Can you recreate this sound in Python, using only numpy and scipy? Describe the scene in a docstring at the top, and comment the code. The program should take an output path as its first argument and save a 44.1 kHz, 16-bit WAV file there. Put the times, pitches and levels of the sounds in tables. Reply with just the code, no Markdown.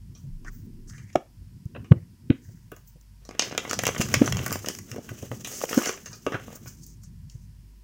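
"""Card shuffle on a table

Hands cut, riffle, bridge and square a deck close to a phone standing on the same table.
Card edges snap (short noise bursts) with air puffs (short pulses); faces slide and scrape (gritty noise).
The deck knocks the table (short swings, thuds, ringing modes); a small room answers (decaying noise).
Under it: table rumble (low noise bands), mains hum (sines), microphone hiss (coloured noise)."""
import sys
import numpy as np
from scipy import signal
from scipy.fft import rfft, irfft
from scipy.io import wavfile
from scipy.ndimage import uniform_filter1d

SR = 44100
rng = np.random.default_rng(int(sys.argv[2]) if len(sys.argv) > 2 else 0)


def int16_out(signal):
    """Quantize to a 16-bit WAV file."""
    q = np.round(np.clip(np.atleast_2d(signal).T, -1, 1) * 32767)
    wavfile.write(sys.argv[1], SR, q.astype(np.int16))


N = 345303


def undb(db):
    """Gain of a level in dB."""
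    return 10 ** (np.asarray(db) / 20)


def unit(x):
    """Scale to rms 1."""
    return x / np.sqrt(np.mean(x ** 2))


def band(x, lo_hz, hi_hz):
    """Band-pass, then scale to rms 1."""
    return unit(signal.sosfilt(signal.butter(3, [lo_hz, hi_hz], "band", fs=SR, output="sos"), x))


def highpass(x, hz):
    """First-order high-pass: the slow part leaks away."""
    return signal.sosfilt(signal.butter(1, hz, "high", fs=SR, output="sos"), x)


def curves(table, silent=None):
    """Table columns interpolated to one value per sample; silent = value outside the table."""
    s, *columns = np.transpose(table)
    return [np.interp(np.arange(N) / SR, s, c, silent, silent) for c in columns]


def response(points, size=1024):
    """Causal minimum-phase response of a (Hz, dB) spectrum, from the folded cepstrum."""
    hz, db = np.transpose(points)
    grid_hz = np.maximum(np.arange(size // 2 + 1) * SR / size, 1)
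    grid_db = np.interp(np.log(grid_hz), np.log(hz), db, -70, -70)
    cepstrum = irfft(np.log(undb(grid_db)))
    cepstrum[1:size // 2] *= 2
    cepstrum[size // 2 + 1:] = 0
    return irfft(np.exp(rfft(cepstrum)))


def colour(noise, points, size=1024):
    """Noise shaped by a (Hz, dB) spectrum, rms 1."""
    return unit(signal.fftconvolve(noise, response(points, size))[:N])


def grit(count, spread_db):
    """Noise of very uneven sample sizes: many small catches, a few big ones."""
    return rng.standard_normal(count) * undb(spread_db * rng.exponential(size=count))


def walk(rate_hz):
    """Random levels held 1 / rate_hz and slewed; spread near 1, upward swings rounded off."""
    k = int(SR / rate_hz)
    steps = np.repeat(rng.standard_normal(N // k + 1), k)
    x = unit(uniform_filter1d(steps, k)[:N])
    return np.where(x > 0, 1.4 * np.tanh(x / 1.4), x)


def add(out, s, x):
    """Mix x into out from time s."""
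    i = int(s * SR)
    out[i:i + len(x)] += x[:N - i]


# louder cards: t/s, edge peak level/dB, slap peak level/dB, slap f/Hz, puff level/dB, room send/dB
SNAPS = [(.1496,-42.5,-61,1260,-70,-2.5),(.4461,-46,-39,1180,-58,-10),(.4734,-50,-61,1590,-60,-17),(.8959,-38,-53,1770,-64,-16),
         (.9342,-55,-49,1740,-63,-12),(.9794,-41,-42.5,1920,-63,-10),(1.1004,-53,-51,2160,-60,-18),(1.1285,-46,-54,2150,-60,-3),(1.1555,-24,-16.5,1340,-44,-24),(1.654,-43,-70,1030,-71.5,-16),
         (1.747,-69,-35,1090,-47,-8.5),(1.7615,-68,-33,1520,-43,-36),(1.8427,-54,-44.5,960,-63,-7),(1.917,-63,-18.5,1460,-33,-33),
         (2.3015,-49.5,-19,2200,-45.5,-17),(2.7165,-37.5,-33.5,1370,-62,-12.5),(2.7636,-39,-45.5,966,-58.5,-11),(2.874,-45.5,-74.5,1690,-70,-6.5),
         (3.011,-47,-67.5,985,-73.5,-27.5),(3.2504,-40,-53,1040,-51.5,-7.5),(3.2894,-35,-33.5,986,-24,-16),(3.309,-38,-33,1070,-29.5,-16),
         (3.3488,-47,-40,920,-34,-12),(3.3934,-3,-15.5,3170,-9.5,-13.5),(3.4208,-13.5,-21.5,2520,-18,-10),(3.4801,-38,-39,1180,-37,-16),
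         (3.5102,-39,-29,1310,-25,-8),(3.524,-31,-29,1240,-20,-22),(3.5481,-33,-27.5,1290,-22,-16),(3.5773,-10,-10,2830,-14.5,-16.5),
         (3.6496,-42,-26,1300,-22,-13),(3.676,-35,-39,1270,-24,-21),(3.6948,-21.5,-33,3150,-28,-6),(3.71,-12.5,-14,1440,-16,-26),
         (3.73,-17,-18,1780,-15,-20),(3.7392,-18.5,-46,1530,-44,-11),(3.7894,-9.5,-17,1300,-21.5,-16),(3.8347,-18.5,-18.5,1780,-14.5,-21),
         (3.8528,-13,-15.5,3320,-28,-12),(3.8667,-8,-10,2020,-11,-12),(3.8771,-14,-30,3170,-17,-25),(3.8876,-25,-14,1280,-14.5,-29),
         (3.947,-30,-22.5,1590,-37,-16),(3.9614,-43,-20,1600,-35,-18),(3.979,-24.5,-31,2980,-24,-5),(4.0048,-22,-19,2040,-32,-17),
         (4.0114,-13,-11,2230,-13,-18),(4.0196,-15.5,-47,2720,-37,-9.5),(4.1283,-26,-33,990,-38,-4.5),(4.14,-5.5,-8,2110,-10,-17),
         (4.1489,-15,-31,2570,-23,-9),(4.2176,-26,-19,930,-7.5,-32),(4.2314,-32,-38,1400,-28,-25),(4.2576,-25.5,-33,1320,-26,0),(4.2758,-21.5,-14.5,1710,-13,-27),
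         (4.3226,-16,-16,2850,-18,-19),(4.368,-18,-22,2780,-22,-13),(4.3897,-38,-24,2790,-21,-32),(4.4615,-16.5,-18.5,1340,-29,-14),
         (4.5066,-24,-24,1280,-36,-32),(4.5174,-25,-28,1210,-17.5,-13),(4.5256,-15,-26,2280,-26,-7),(4.5555,-27,-25.5,1260,-16.5,-37),
         (4.6436,-44,-28.5,1290,-24,-22),(4.6599,-24.5,-23,2580,-34,-10.5),(4.6707,-40,-33,900,-19.5,-25),(4.6847,-10.5,-18,3020,-17,-13.5),(4.6985,-40,-28,900,-22,-22),(4.749,-25,-38,3460,-50,-30),
         (4.7866,-27,-35.5,1890,-36,-17),(4.9141,-23,-26.5,2330,-50,-13.5),(4.9437,-39,-39,1000,-29,-17),(4.9594,-38,-34,1670,-31,-8.5),(4.9813,-42,-50,900,-21,-12),(5.0895,-35,-28.5,1580,-35,-15.5),
         (5.2239,-36,-39,3130,-57,-17),(5.314,-39,-29,1290,-21,-20),(5.4456,-24,-25,3600,-42,-7.5),(5.4728,-25,-41,2430,-27,-2),
         (5.5147,-30,-52,1680,-34,-5),(5.613,-41,-25.5,1180,-28.5,-30),(5.6384,-24,-20.5,870,-22,-38),(5.71,-36,-30,1030,-20,-8),
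         (5.6884,-34.5,-27.5,1700,-30,-13),(5.7285,-22,-18,1480,-17,-13),(5.7434,-25,-29,1550,-23.5,-12),(5.776,-23,-21.5,1260,-18,-6.5),(5.8004,-30,-36,1500,-27.5,-15),(5.8153,-35,-23,1130,-22,-24),(5.8317,-32,-29,2920,-18,1),
         (5.859,-22.5,-17,1340,-25,-12),(5.8697,-22,-33,1160,-17.5,0.5),(5.8917,-22,-17,1330,-17.5,-15.5),(5.9737,-37,-31,1540,-41,-22),
         (6.0583,-28,-33.5,1800,-56,-7),(6.1296,-34,-42,1340,-60,-5),(6.264,-28,-16.5,1090,-13.5,-13.5),(6.3198,-39,-25,1070,-18.5,-1.5),
         (6.3314,-46,-36,1250,-30.5,-10),(6.3426,-51,-22,1060,-20,-10),(6.351,-46,-26,1470,-15,-15),(6.3957,-57,-34,1200,-36,-17),(6.48,-54,-41,1200,-27.5,-15),(6.5024,-49,-52,1190,-32,-15),(6.5278,-39,-50,1330,-32,-8.5),
         (6.5537,-36,-47,910,-33,-5),(6.6575,-45,-44,1600,-34,-1),(6.8639,-37.5,-77,904,-71,-10),(7.034,-40.5,-53.5,1333,-76.5,-18.5),(7.2971,-38.5,-66,3530,-73.5,-15.5)]
# riffle and bridge: from t/s, to t/s, small cards per s
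FLUTTERS = [(3.3, 4.75, 50), (5.6, 5.95, 110)]
# small cards: edge re slide edge hiss, slap and puff re slide rub
FLUTTER_DB, FLUTTER_SPREAD_DB, FLUTTER_ROOM_DB = (12, 7, 0.5), 4.5, -22
FLUTTER_HZ = (970, 3000)


def cards():
    """The louder cards plus a random flutter of small ones whose levels follow the sliding."""
    s, edge_db, rub_db = np.transpose(SLIDE)
    when = np.concatenate([rng.uniform(a, b, int(rate * (b - a))) for a, b, rate in FLUTTERS])
    pitch, size = rng.random(len(when)), rng.standard_normal((3, len(when)))
    level_db = [np.interp(when, s, c) for c in (edge_db, rub_db, rub_db)]
    edge, slap, puff = level_db + np.array(FLUTTER_DB)[:, None] + FLUTTER_SPREAD_DB * size
    hz = FLUTTER_HZ[0] * (FLUTTER_HZ[1] / FLUTTER_HZ[0]) ** pitch
    room_db = np.full(len(when), FLUTTER_ROOM_DB)
    return SNAPS + list(zip(when, edge, slap, hz, puff, room_db))


# card edge spectrum through the phone's port: f/Hz, level/dB
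EDGE = [(2350, -35.5), (4000, -16.5), (5100, -10), (6310, -3), (8750, -16), (11800, -18.5), (15200, -11.5),
        (16000, -16.5), (16500, -23)]
# card face spectrum: f/Hz, level/dB
SLAP = [(240, -13), (400, 2.5), (453, -3), (623, -8), (980, -17.5), (1140, -10.5), (2400, -13.5),
        (2860, -10), (4000, -14), (5200, -58), (8800, -120)]
# edge brightness over time: t/s, tilt/(dB per octave)
TILT = [(0,-9),(1.2,-7),(2.8,7),(3.3,-11.5),(3.6,-17.5),(3.75,-4.5),(4.2,-4),(4.7,-2),(5.5,3),(6.1,-13.5),(6.6,11.5),(7.3,-10)]
TILT_SPREAD_DB = 4.5  # per octave
CONTACT_MS, CONTACT_SPREAD_DB = 2.72, 1


def snaps(rows, rise=0.23, slap_longer=1.196, flank_db=7, slap_rise=0.56):
    """A few ms of catches excite the bright edge and duller face; returns near sound and room feed."""
    near, feed, t = np.zeros(N), np.zeros(N), np.arange(2048) / SR
    spreads = rng.standard_normal((len(rows), 2))
    for (s, edge_db, slap_db, slap_hz, _, room_db), (a, b) in zip(rows, spreads):
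        tilt_db = np.interp(s, *np.transpose(TILT)) + TILT_SPREAD_DB * a
        contact_ms = max(CONTACT_MS * undb(CONTACT_SPREAD_DB * b), .3)
        edge = response([(hz, db + tilt_db * np.log2(hz / 6300)) for hz, db in EDGE], size=512)
        # the bent face favours one pitch and falls off on both sides
        peaked = sorted(SLAP + [(slap_hz, np.interp(slap_hz, *np.transpose(SLAP)))])
        face = response([(hz, db - flank_db * abs(np.log2(hz / slap_hz))) for hz, db in peaked])
        catches, u, hit = grit(len(t), 3.58), t / (contact_ms / 1000), 0
        parts = ((edge, edge_db, u, rise), (face, slap_db, u / slap_longer, slap_rise))
        for body, db, v, swell in parts:
            envelope = (1 - np.exp(-(v / swell) ** 2)) * np.exp(-(v / 1.067) ** 1.5)
            x = signal.fftconvolve(catches * envelope, body)[:len(t)]
            hit = hit + undb(db) * x / np.abs(x).max()
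        add(near, s, hit)
        add(feed, s, undb(room_db) * hit)
    return near, feed


PUFF_LATE_MS, PUFF_CYCLES = 2.1, 1.62  # puff centre after snap start; length in slap cycles


def puffs(rows, low_hz=250, negative_share=.65):
    """One-sided air pulses of random polarity, about 1 ms, as a card lands; the slow part leaks."""
    out = np.zeros(N)
    for (s, _, _, hz, db, _), chance in zip(rows, rng.random(len(rows))):
        pulse = np.hanning(int(PUFF_CYCLES * SR / hz) + 2)
        start_s = s + PUFF_LATE_MS / 1000 - PUFF_CYCLES / hz / 2
        add(out, start_s, undb(db) * np.sign(chance - negative_share) * pulse)
    return highpass(out, low_hz)


# deck or hand on the table: full swing t/s, swing level/dB, f/Hz, ring cycles, thud level/dB re swing
KNOCKS = [(0.251,-33.5,134,4.6,-25),(1.157,-5.5,659,1.3,-20.5),(1.158,-13.5,320,0.99,-22),(1.422,-33.5,75.4,0.88,-32),(1.661,-21,116,0.6,-42.5),(1.7636,-30,540,2.3,-2.5),
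          (1.919,3,133.6,0.83,-23),(1.9716,-28,104,1.2,-16),(2.3049,-6.5,264,1.18,-18.5),(2.307,-8.5,131,0.69,-45.5),(2.4927,-37,108,1.7,-19),
          (2.722,-38,143.5,0.97,0.5),(2.959,-43,147,1.6,-10.5),(4,-12,162,0.45,-8.5),(4.149,-29,96.9,1.2,-10),(4.2178,-3,259,0.72,-13.5),
          (4.4,-24,123,3.3,-10.5),(4.926,-31,117,1.5,-12),(4.9654,-30,420,1.5,-2.5),(4.9886,-36,144,0.62,1.5),(5.1156,-31,114,2.3,-6.5),
          (5.2293,-27,124,0.88,-1.5),(5.3195,-31.5,121,4.3,4.5),(5.639,-14.5,580,1.08,-23),(5.7774,-9.5,265,1.36,-8),(6.272,-14,447,1.17,-13.5),
          (6.35,-26.5,122.4,1.5,-17),(7.3554,-28.5,114.5,0.95,-33)]
# table modes: f/Hz, level/dB, t60/s
TABLE = [(98.2, -10, 0.021), (146, -1, 0.082), (240.5, -15.5, 0.15), (342.8, -10, 0.14)]
SWING_S, THUD_LEAD_S = 0.013, .002  # first touch and thud start, before full swing
RING_DB = -21.5  # mode drive re swing


def knocks(quick=0.87, low_hz=40, thud_s=0.0094):
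    """A soft blow swings briefly, the loose cards thud, and the table modes ring on."""
    swings, blows, thuds = np.zeros(N), np.zeros(N), np.zeros(N)
    t = np.arange(int(.25 * SR)) / SR
    for s, db, hz, cycles, thud_db in KNOCKS:
        turn = hz * (t - SWING_S)
        width = max(cycles, .2) * np.where(turn < 0, quick, 1)
        swell = np.minimum(t / 0.0024, 1) * np.exp(-(turn / width) ** 2)
        add(swings, s - SWING_S, undb(db) * swell * np.cos(2 * np.pi * turn))
        add(blows, s, undb([db + RING_DB]))
        thud = (1 - np.exp(-t / 0.0012)) * np.exp(-t / thud_s)
        add(thuds, s - THUD_LEAD_S, undb(db + thud_db) * thud)
    ring = sum(undb(db) * np.sin(2 * np.pi * hz * t) * np.exp(-np.log(1000) * t / t60)
               for hz, db, t60 in TABLE)
    ringing = signal.fftconvolve(blows, ring)[:N]
    thudding = thuds * band(rng.standard_normal(N), 220, 570)
    return highpass(swings + ringing + thudding, low_hz)


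def edge_hiss(grit_db):
    """Friction noise coloured by the card edge, rms 1."""
    return colour(grit(N, grit_db), EDGE, size=512)


# card faces sliding in riffle, bridge and squaring: t/s, edge hiss level/dB, rub level/dB
SLIDE = [(3.2, -80, -75), (3.32, -77, -62), (3.45, -51, -47), (3.55, -59, -50.5), (3.87, -47.5, -47.5),
         (4.39, -45.5, -40), (4.6, -52, -56), (4.75, -51, -59), (4.95, -56.5, -58), (5.43, -50, -52.5),
         (5.62, -39.5, -46), (5.76, -39, -43.5), (5.86, -36.5, -41), (5.97, -55.5, -54), (6.11, -59.5, -70),
         (6.5, -57, -54.5), (6.77, -61.5, -73), (6.85, -65, -79.5)]


def slide():
    """Gritty friction between card faces that catches and lets go many times a second."""
    edge_db, rub_db = curves(SLIDE, silent=-120)
    catch_db = 3.1 * walk(45)
    rub = colour(grit(N, 2.9), SLAP)
    edge = undb(edge_db + catch_db + 2.0 * walk(220)) * edge_hiss(2.1)
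    return edge + undb(rub_db + 1.53 * catch_db + 1.5 * walk(70)) * rub


# single cards along the deck: t/s, length/s, squeal level/dB, from f/Hz, to f/Hz,
# edge hiss level/dB, top hiss level/dB
SCRAPES = [(0.145,0.16,-74,1280,1260,-67,-72),(0.455,0.045,-41.5,1640,1690,-53,-72),(0.507,0.16,-68,1670,1770,-61.5,-57),(0.873,0.056,-56.5,1500,1700,-49,-68),(0.919,0.18,-52.5,1730,2000,-58,-75),(1.072,.07,-58,2210,2100,-61,-80),
           (1.77,0.14,-71,1470,1500,-86,-78),(1.939,0.12,-62,1930,2050,-93,-90),(2.33,0.17,-67,2030,1800,-71,-81),(2.418,0.27,-70.5,1720,1800,-63,-66.5),
           (2.747,0.1,-72,1550,1700,-76,-61),(2.85,0.088,-94,1700,1700,-78,-52.5),(2.993,0.044,-90.5,1700,1700,-80,-70),(5.16,.07,-52,2880,2800,-48,-65),(5.514,0.099,-60,2200,2010,-34.5,-50),(6.045,0.044,-48,1630,1420,-48.5,-57),(6.097,.05,-57,1246,1270,-55.5,-65),(6.322,0.047,-32,1409,1460,-62,-62),
           (6.53,0.056,-62,1262,1230,-48,-58),(6.652,0.09,-64,1610,1400,-47.5,-54),(6.805,0.17,-86.5,1900,2150,-52.5,-65),
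           (7.013,0.079,-75.5,1430,1500,-56.5,-95),(7.289,0.18,-76,2030,1850,-60.5,-73.5)]
SCRAPE_ATTACK_S, SCRAPE_FALL_DB = 0.029, 16


def scrapes(width_hz=320):
    """Friction squeals in a narrow gliding band under edge hiss: quick bite, then a fall."""
    out, hiss = 0, edge_hiss(1.5) * undb(3.1 * walk(68))
    edge, top = band(hiss, 3700, 10000), band(hiss, 14300, 17000)
    lowpass = signal.butter(3, width_hz, fs=SR, output="sos")
    rough = unit(signal.sosfilt(lowpass, grit(N, 2.6)))
    grain_db = 3 * walk(110)
    for s, length, squeal_db, from_hz, to_hz, edge_db, top_db in SCRAPES:
        (hz,) = curves([(s, from_hz), (s + length, to_hz)])
        fall = [(s, -SCRAPE_FALL_DB), (s + SCRAPE_ATTACK_S, 0), (s + length, -SCRAPE_FALL_DB)]
        (db,) = curves(fall, silent=-120)
        squeal = np.sqrt(2) * rough * np.sin(2 * np.pi * np.cumsum(hz) / SR)
        friction = undb(squeal_db + grain_db) * squeal + undb(edge_db) * edge + undb(top_db) * top
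        out = out + undb(db) * friction
    return out


ROOM_T60_S, ROOM_RISE_S = 0.22, 0.00067


def room(feed, damp_hz=9000, gain_db=7.0):
    """Small room: dense, slightly dull echoes that fade in fast and decay exponentially."""
    t = np.arange(int(.5 * SR)) / SR
    decay = np.exp(-np.log(1000) * t / ROOM_T60_S) * np.clip(t / ROOM_RISE_S, 0, 1)
    tail = rng.standard_normal(len(t)) * decay
    tail = signal.sosfilt(signal.butter(1, damp_hz, fs=SR, output="sos"), tail)
    return signal.fftconvolve(feed, tail / np.sqrt(np.sum(tail ** 2)))[:N] * undb(gain_db)


# table shaken by arms and cards: t/s, rumble level/dB, upper rumble level/dB
SHAKE = [(0.0, -48.5, -63), (0.67, -46, -51.5), (0.89, -46.5, -57), (1.31, -54.5, -69), (1.79, -43, -53.5),
         (2.07, -56.5, -66.5), (2.42, -49, -61), (2.75, -57.5, -73), (3.27, -53, -78), (3.49, -53.5, -54.5),
         (3.77, -44, -48.5), (4.12, -35.5, -45), (4.36, -33.5, -44), (4.69, -48.5, -53.5),
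         (5.82, -52, -52.5), (6.13, -51, -60.5), (6.5, -45.5, -54.5), (6.65, -50.5, -56.5),
         (7.18, -48, -70), (7.83, -55.5, -69)]
# rumble spectrum before band-passing: f/Hz, level/dB
RUMBLE = [(32, -25.5), (55, -7.5), (97, 5), (140, 1), (234, -5), (269, -10.5), (347, -14.5), (498, -31.5),
          (584, -43), (700, -42.5), (910, -79), (1540, -120)]
# one deep sway of the table: t/s, level/dB
SWAY = [(0.23, -70), (0.33, -42.5), (0.9, -42.5), (1.0, -70)]


def shake():
    """Low table vibration carried into the phone: two unsteady rumble bands and a deep sway."""
    rumble_db, upper_db = curves(SHAKE)
    (sway_db,) = curves(SWAY)
    rumble = colour(rng.standard_normal(N), RUMBLE, size=8192)
    low, upper = band(rumble, 33, 190), band(rumble, 230, 520)
    sway = undb(sway_db) * band(rng.standard_normal(N), 25, 36)
    return undb(rumble_db + 4.6 * walk(14)) * low + undb(upper_db + 4.7 * walk(20)) * upper + sway


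# mains partials: f/Hz, level/dB re hum level
HUM = [(50.1, -1), (351, -35.5), (450, -40.5)]
# wavering hum level: t/s, level/dB
HUM_LEVEL = [(0,-45),(.3,-62),(1.15,-67.5),(1.44,-47),(1.7,-68),(2.3,-65),(2.55,-57.5),(3.25,-49),(3.55,-72),(6.6,-59),(6.9,-49.5),(7.83,-48)]


def mains_hum():
    """Steady mains sines under one wavering level."""
    (hum_db,) = curves(HUM_LEVEL)
    t = np.arange(N) / SR
    return undb(hum_db) * sum(undb(db) * np.sqrt(2) * np.sin(2 * np.pi * hz * t) for hz, db in HUM)


# hiss spectrum: f/Hz, relative level/dB
HISS = [(290, -31), (500, -3), (829, -6.5), (958, 3.5), (1140, -6.5), (1730, -3), (2210, -4.5),
        (5270, -0.5), (6090, -5), (11300, -7.5), (15800, -9)]
HISS_DB = -67.5  # rms


def microphone_hiss():
    """Steady coloured noise of the microphone."""
    return undb(HISS_DB) * colour(rng.standard_normal(N), HISS)


PUFF_ROOM_DB, KNOCK_ROOM_DB = -18.0, -27.5  # room sends


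def scene():
    """Cards, table, room and background, in mono."""
    rows = cards()
    near, feed = snaps(rows)
    air, blows = puffs(rows), knocks()
    echoes = room(feed + undb(PUFF_ROOM_DB) * air + undb(KNOCK_ROOM_DB) * blows)
    background = shake() + mains_hum() + microphone_hiss()
    return (near + air + blows + slide() + scrapes() + echoes + background)[None]


PORT_HZ, PORT_WIDTH_HZ, PORT_DIP_DB = 3800, 1600, -5.5
TOP_HZ = 15950


def record(dry):
    """The microphone port dips above the mids, peaks clip at full scale, the top is cut."""
    peak = signal.lfilter(*signal.iirpeak(PORT_HZ, PORT_HZ / PORT_WIDTH_HZ, SR), dry)
    port = dry - (1 - undb(PORT_DIP_DB)) * peak
    top_cut = signal.ellip(10, .2, 70, TOP_HZ, fs=SR, output="sos")
    return signal.sosfilt(top_cut, np.clip(port, -1, 1))


dry = scene()
out = record(dry)
int16_out(out)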